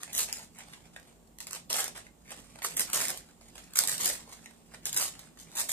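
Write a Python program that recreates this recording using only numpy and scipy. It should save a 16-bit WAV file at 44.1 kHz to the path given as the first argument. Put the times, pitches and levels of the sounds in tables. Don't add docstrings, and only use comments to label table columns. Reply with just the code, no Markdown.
import sys
import numpy as np
from scipy import signal
from scipy.fft import rfft, irfft, next_fast_len
from scipy.io import wavfile
from scipy.ndimage import uniform_filter1d, map_coordinates

SR = 44100
rng = np.random.default_rng(int(sys.argv[2]) if len(sys.argv) > 2 else 0)


def elevation(decibels):
    levels = np.asarray(decibels, float)
    return 10 ** (levels / 20)


def to_wav(s):
    ch = np.atleast_2d(s).T
    pcm = np.round(np.clip(ch, -1, 1) * 32767)
    wavfile.write(sys.argv[1], SR, pcm.astype(np.int16))


N = 252482
FFT_SIZE = next_fast_len(N + SR)
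HZ = np.fft.rfftfreq(FFT_SIZE, 1 / SR)


def unit(x):
    return x / np.sqrt(np.mean(x ** 2) + 1e-20)


def along(points, hz):
    f, v = np.transpose(points)
    return np.interp(np.log(hz + 1), np.log(f + 1), v)


def wobble(rate_hz):
    return map_coordinates(rng.standard_normal(N // 40), [np.arange(N) * rate_hz / SR])


def filtered(x, response):
    return irfft(rfft(x, FFT_SIZE) * response, FFT_SIZE)[..., :N]


def causal(spectrum):
    c = irfft(np.log(elevation(along(spectrum, HZ))))
    c = c * np.where(np.arange(len(c)) < len(c) // 2, 2, 0)
    response = np.exp(rfft(c) - c[0] / 2)
    return response / np.sqrt(np.mean(np.abs(response) ** 2))


def bell(centre_hz, width_hz):
    return 1j * HZ * width_hz / (centre_hz ** 2 - HZ ** 2 + 1j * HZ * width_hz)


# f/Hz, level/dB
FIBRE_COLOUR = [(1200, -77), (2500, -6.5), (4000, 1), (6000, 0.5), (9000, -3), (12000, -0.5), (14500, -1.5)]
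SHEET_COLOUR = [(150, -39.5), (350, -8.5), (700, -2.5), (1200, -4), (2000, -3), (3000, -6.5), (5000, -10.5),
                (14000, -22)]


def paper():
    fibre_db, sheet_db = strokes()
    excitation = rustle(fibre_db, sheet_db) + fibre_snaps() + creases() + buckles()
    colour = np.array([causal(FIBRE_COLOUR), causal(SHEET_COLOUR)])
    return filtered(excitation, colour).sum(axis=0) + table_rumble(sheet_db)


# t/s, length/s, crackle at start/dB, at end/dB, flexing re crackle/dB
PULLS = [(.127, 0.064, -37, -24.5, -17), (0.325, 0.089, -44.5, -47, -10), (1.404, 0.0046, -39, -37, -14),
         (1.47, 0.0026, -39.5, -43.5, -7.5), (1.507, 0.047, -44.5, -40, -8.5),
         (1.698, 0.11, -35.5, -33, -5.5), (1.95, 0.024, -51, -45, -2), (2.621, 0.029, -45, -31, -12.5),
         (2.767, 0.009, -26, -31, -15), (2.795, .006, -21, -27.5, -13), (2.845, 0.072, -44.5, -43, -9.5),
         (2.93, 0.04, -25.5, -25.5, -11), (2.98, .12, -30.5, -34, -10), (3.756, 0.032, -30, -33, -13),
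         (3.8, 0.053, -33, -37, -13), (3.883, 0.054, -29, -31, -12.5), (3.978, 0.057, -37, -27.5, -9.5),
         (4.04, .08, -29.5, -32, -12), (4.856, .01, -31, -31, -14.5), (4.945, .012, -35, -40, -15),
         (4.963, 0.063, -26.5, -26, -13.5), (5.554, .048, -34.5, -29.5, -13.5),
         (5.69, 0.04, -27.5, -31, -18)]
# peak t/s, fall per 20 dB/s, crackle/dB, flexing/dB
RUBS = [(.028, 0.22, -49.5, -59.5), (.56, 0.1, -56, -66.5), (.606, 0.1, -67, -54), (.735, .14, -53, -58),
        (.86, 0.1, -69, -67), (.958, .12, -60, -66), (1.074, 0.14, -70, -65), (1.274, .015, -58, -78),
        (2.05, 0.05, -75, -60.5), (2.312, 0.07, -50, -48), (2.5, .06, -63, -66), (2.56, 0.1, -68, -63.5),
        (1.03, 0.01, -70, -58), (3.3, 0.14, -70, -67), (3.422, 0.1, -59, -70), (3.486, 0.06, -55, -62.5),
        (3.578, 0.13, -50, -58.5), (3.72, 0.3, -66, -62), (4.295, 0.08, -55.5, -59),
        (4.332, 0.11, -46.5, -60), (4.369, .05, -66, -57), (4.445, 0.14, -54.5, -65.5),
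        (4.56, 0.3, -68, -70.5), (4.748, 0.07, -69, -54), (4.845, 0.07, -62, -58.5),
        (4.685, 0.2, -63.5, -74), (5.2, .13, -54.5, -60), (5.405, 0.07, -44.5, -59.5),
        (5.535, 0.13, -51.5, -58), (5.48, .05, -60.5, -62)]
# peak t/s, fall per 20 dB/s, crackle/dB, flexing/dB
MORE_RUBS = [(0.299, 0.0665, -59, -45.5), (.1, 0.08, -70, -59), (4.2, 0.05, -49, -55),
             (2.37, 0.24, -52.5, -64.5), (2.43, 0.3, -58, -65.5), (2.72, 0.2, -45, -56.5),
             (3.21, .08, -57, -63), (3.63, 0.2, -57, -67), (4.26, .06, -64, -66), (4.935, 0.08, -39, -50.5),
             (5.145, 0.12, -56, -57.5), (5.27, 0.14, -68, -63), (5.66, 0.09, -41.5, -52.5)]
RISE_SHARE = 0.67
FLEX_FALLS = 1.22
ATTACK_S = 0.0035
RELEASE_S, RELEASE_GROWS = 0.047, 0.54
IDLE_DB = -85.5


def strokes():
    t = np.arange(0, N, 32) / SR
    power = elevation(2 * np.array([[IDLE_DB - 20], [IDLE_DB]]))
    for s, length_s, start_db, end_db, flex_db in PULLS:
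        before = (s - t) / ATTACK_S
        after = (t - s - length_s) / (RELEASE_S + RELEASE_GROWS * length_s)
        away = np.maximum(before, after).clip(0)
        crackle_db = np.interp(t, [s, s + length_s], [start_db, end_db]) - 20 * away
        sheet_db = crackle_db + flex_db - 20 * (FLEX_FALLS - 1) * away
        power = power + elevation(2 * np.array([crackle_db, sheet_db]))
    for s, fall_s, crackle_db, flex_db in [*RUBS, *MORE_RUBS]:
        away = np.maximum((s - t) / RISE_SHARE, t - s) / fall_s
        power = power + elevation(2 * (np.array([[crackle_db], [flex_db]]) - 20 * away))
    return [np.interp(np.arange(N) / SR, t, db) for db in 10 * np.log10(power)]


def rustle(fibre_db, sheet_db):
    clumps_db = 3 * wobble(200) + 1.5 * wobble(60)
    fibre = cracks(2200, spread_db=1.5, clumps_db=clumps_db, life_s=0.0039)
    sheet = cracks(1500, spread_db=1.5, clumps_db=0.59 * clumps_db + 2 * wobble(90), life_s=0.011)
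    return np.array([elevation(fibre_db - 8.5) * dulled(fibre, fibre_db), elevation(sheet_db - 1.0) * sheet])


def cracks(per_s, spread_db, clumps_db, life_s):
    hit = rng.random(N) < per_s / SR
    size_db = spread_db * np.minimum(rng.exponential(size=N), 4)
    size = hit * elevation(size_db) * elevation(clumps_db)
    t = np.arange(SR // 40) / SR
    power = signal.fftconvolve(size ** 2, elevation(-120 * t / life_s))[:N]
    return unit(np.sqrt(np.abs(power)) * rng.standard_normal(N))


DULL_DB, CRISP_DB = -70, -36.5


def dulled(x, db):
    soft = uniform_filter1d(x, size=3)
    crispness = np.clip((db - DULL_DB) / (CRISP_DB - DULL_DB), 0.2, 1.2)
    return soft + crispness * (x - soft)


# t/s, peak/dB
SNAPS = [(.1311, -22), (0.1496, -18), (.1635, -19), (.1791, -16), (0.3267, -15), (.3586, -27),
         (1.3857, -30), (1.4034, -22), (1.729, -10.5), (1.765, -18), (1.8421, -17.5), (2.7692, -15),
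         (2.806, -13), (2.9, -24), (2.9315, -15), (2.975, -16), (3.0821, -15.5), (3.1739, -23),
         (3.7352, -27), (3.7559, -17.5), (3.874, -14.5), (3.8858, -17.5), (2.795, -11), (3.9802, -16.5),
         (4.0098, -25), (4.0342, -17), (4.0767, -14.5), (4.855, -16.5), (4.9286, -19.5), (4.9447, -18.5)]


def fibre_snaps():
    return give_way([(s, db, 1650, -30, 0.0065) for s, db in SNAPS])


# t/s, peak/dB, flap f/Hz
CREASES = [(.016, -36.5, 1830), (.032, -24, 1800), (0.5484, -46, 1830), (.5869, -32, 923),
           (1.074, -42, 630), (1.4694, -26, 1100), (1.509, -27.5, 759), (1.5306, -24, 780),
           (1.5496, -27.5, 751), (1.7015, -22, 600), (1.8005, -18, 1740), (1.879, -24.5, 1690),
           (2.3062, -30, 1260), (2.6468, -13, 1260), (3.0036, -18, 1000), (3.014, -28, 1550),
           (3.0525, -20, 1980), (3.1028, -17.5, 650), (3.7722, -25.5, 1970), (3.7885, -5, 755),
           (3.837, -17, 1810), (3.9404, -23, 1730), (4.9688, -17.5, 2190), (5.1923, -30, 2340),
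           (5.3984, -37, 657), (5.5162, -37.5, 1510), (5.5586, -29.5, 649), (5.5768, -21, 750),
           (5.5982, -21, 1730), (5.694, -24, 1830)]


def creases():
    return give_way([(s, db, flap_hz, -20, 0.0074) for s, db, flap_hz in CREASES])


# t/s, peak/dB, flap f/Hz, flap re crack/dB
POPS = [(.0772, -48.5, 930, -1), (.605, -47, 2610, -2), (.6838, -52.5, 756, 0), (.7342, -42.5, 1930, -2),
        (.855, -54, 743, -0.5), (.9433, -59.5, 654, -0.5), (.9621, -58, 1780, 13), (.9973, -43, 596, -14),
        (1.125, -55, 746, -9), (1.707, -30.5, 720, -9), (2.0661, -56, 2050, .6), (2.2782, -51, 2110, -4),
        (2.389, -41, 738, -13), (2.5072, -51, 1120, -12), (2.557, -60.5, 653, 11.5),
        (2.5875, -50, 910, 2.1), (2.6195, -38, 2060, -3.5), (3.041, -20, 1810, -25),
        (3.2874, -54, 910, -5.5), (3.4114, -44, 603, -13.5), (3.456, -53, 619, -9.5),
        (3.5543, -37.5, 859, -11.5), (3.5798, -35.5, 900, -10.5), (4.276, -55, 775, -2.5),
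        (4.3238, -39, 1100, -13.5), (4.4584, -39, 2070, -10), (4.5096, -47.5, 751, -9),
        (4.7381, -49, 635, 0), (4.7438, -43.5, 1590, -3), (5.3727, -47, 1000, -8.5)]


def buckles():
    return give_way([(*row, 0.013) for row in POPS])


def give_way(events):
    bright, dull = np.zeros((2, N + SR))
    t = np.arange(SR // 20) / SR
    for s, db, flap_hz, flap_db, t60_s in events:
        noise = rng.standard_normal((3, len(t)))
        fade = elevation(-60 * t / t60_s)
        uneven = elevation(25 * uniform_filter1d(noise[2], size=60))
        trail = fade * uneven * (1 - np.exp(-t / 0.00042))
        front = 0.69 * elevation(-60 * t / 0.00092)
        crack = (trail + front) * noise[0]
        ring = signal.lfilter(*signal.iirpeak(flap_hz, 4.5, SR), noise[1])
        flap = fade ** 0.57 * (noise[1] + 2.93 * ring)
        at = round(s * SR)
        bright[at:at + len(t)] += elevation(db - 5.5) * dulled(crack, db - 12.5) / np.abs(crack).max()
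        dull[at:at + len(t)] += elevation(db + flap_db + 7.5) * flap / np.abs(flap).max()
    return np.array([bright[:N], dull[:N]])


# f/Hz, level/dB
FOREARMS = [(25, -8), (60, -5.5), (150, 3.5), (300, -0.5), (600, -40)]


def table_rumble(sheet_db):
    effort_db = uniform_filter1d(sheet_db, size=SR // 4) + 63.5
    rumble = unit(filtered(rng.standard_normal(N), elevation(along(FOREARMS, HZ))))
    return elevation(0.45 * effort_db - 68) * rumble


# f/Hz, t60/s
WALLS = [(200, 0.61), (1000, 0.17), (4000, 0.24), (12000, 0.12)]


def echoes(x, table_db, walls_db):
    late, step = np.zeros((2, N + SR)), SR // 16
    t = np.arange(SR // 5) / SR
    padded = np.pad(x, ((0, 0), (0, step)))
    for at in range(0, N, step):
        hz, s, z = signal.stft(rng.standard_normal((2, len(t))), SR, nperseg=256)
        decay = elevation(-60 * s / along(WALLS, hz)[:, None])
        tail = signal.istft(z * decay, SR, nperseg=256)[1][:, :len(t)] * (t > 0.006)
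        clutter = rng.standard_normal((2, len(t))) * elevation(-60 * t / 0.009) * (t > 0.0003)
        answer = elevation(table_db) * unit(clutter) + elevation(walls_db) * unit(tail)
        heard = signal.fftconvolve(padded[:, at:at + step], answer, axes=1)
        late[:, at:at + step + len(t) - 1] += heard
    mid, side = late[0, :N] + late[1, :N], late[0, :N] - late[1, :N]
    side = filtered(side, HZ / np.hypot(HZ, 500))
    return np.array([mid + side, mid - side]) / np.sqrt(4 * len(t))


# f/Hz, level/dB
AIR = [(15, -13), (35, -17), (60, -16), (120, -8), (200, -4), (400, -4.5), (800, -8.5), (1500, -21),
       (3000, -22.5), (7000, -28.5), (10000, -30.5), (14500, -24)]
# f/Hz, correlation/1
AIR_ALIKE = [(60, 1), (290, 0.86), (640, 0.33), (1400, 0.062)]


def room_air():
    turn = np.arccos(np.clip(along(AIR_ALIKE, HZ), -1, 1)) / 2
    response = elevation(along(AIR, HZ)) * [np.cos(turn), np.sin(turn)]
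    mid, side = filtered(rng.standard_normal((2, N)), response)
    return elevation(-63.5 + 0.2 * wobble(3.45)) * unit(np.array([mid + side, mid - side]))


# f/Hz, width/Hz, level/dB
DRONES = [(51.2, 10.5, -67.5), (83.3, 6.7, -74), (169, 5.8, -67.5), (228.76, 5.1, -68.5)]


def drones():
    total = np.zeros((2, N))
    for hz, width_hz, db in DRONES:
        noise = rng.standard_normal(N) + 0.65 * rng.standard_normal((2, N))
        total += elevation(db) * unit(filtered(noise, bell(hz, width_hz) ** 2))
    return total


# f/Hz, left/dB, right/dB
WHINES = [(1125, -78, -95), (7240, -83, -102)]


def whines():
    t, total = np.arange(N) / SR, np.zeros((2, N))
    for hz, left_db, right_db in WHINES:
        total += elevation([[left_db], [right_db]]) * np.sin(2 * np.pi * hz * t + 0.52 * wobble(54))
    return total


def scene():
    both = np.tile(paper(), (2, 1))
    direct = filtered(both, np.array([HZ * 0 + 1, np.exp(-2j * np.pi * HZ * 9e-5)]))
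    return direct + echoes(both, table_db=0.0, walls_db=-3.5) + room_air() + drones() + whines()


# f/Hz, level/dB
MASKED = [(80, -24), (350, -25), (900, -40), (2500, -25), (4300, -18), (6000, -20), (8000, -40),
          (13000, -23)]


def gated_bands(x):
    frame = dict(fs=SR, window="cosine", nperseg=2048)
    hz, _, z = signal.stft(np.array([x[0] + x[1], x[0] - x[1]]) / 2, **frame)
    power = (np.abs(z[:, :1024]) ** 2).reshape(2, 128, 8, -1).mean(axis=2)
    loudest = power[:, 20:].max(axis=(0, 1))
    kept = power > loudest * elevation(2 * along(MASKED, hz[4:1024:8]))[:, None]
    mask = np.pad(np.repeat(kept, repeats=8, axis=1), ((0, 0), (0, 1), (0, 0)))
    mid, side = signal.istft(z * mask, **frame)[1][:, :N]
    return np.array([mid + side, mid - side])


def band_limit(x):
    return signal.sosfilt(signal.butter(12, 15810, fs=SR, output="sos"), x)


# f/Hz, width/Hz, boost/dB
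PORTS = [(7350, 1230, 10), (8480, 1070, 11.5)]
TOP_HZ, SHORT_HZ = 14500, 16300


def record(dry):
    ports = np.array([1 + elevation(db) * bell(hz, width_hz) for hz, width_hz, db in PORTS])
    ports = ports * elevation([[-1.3], [1.3]])
    power = np.sum(filtered(dry, HZ > 6000) ** 2, axis=0)
    jump = power_jump = uniform_filter1d(power, size=128) > 9 * uniform_filter1d(power, size=1024, origin=511)
    opened = np.clip(8 * uniform_filter1d(jump * 1.0, size=256), 0, 1)
    slope = (HZ >= TOP_HZ) * np.clip(SHORT_HZ - HZ, 0, None) / (SHORT_HZ - TOP_HZ)
    top = elevation(-9) * opened * filtered(dry, ports * slope)
    return band_limit(gated_bands(filtered(dry, ports * (HZ < TOP_HZ))) + top)


dry = scene()
out = record(dry)
to_wav(out)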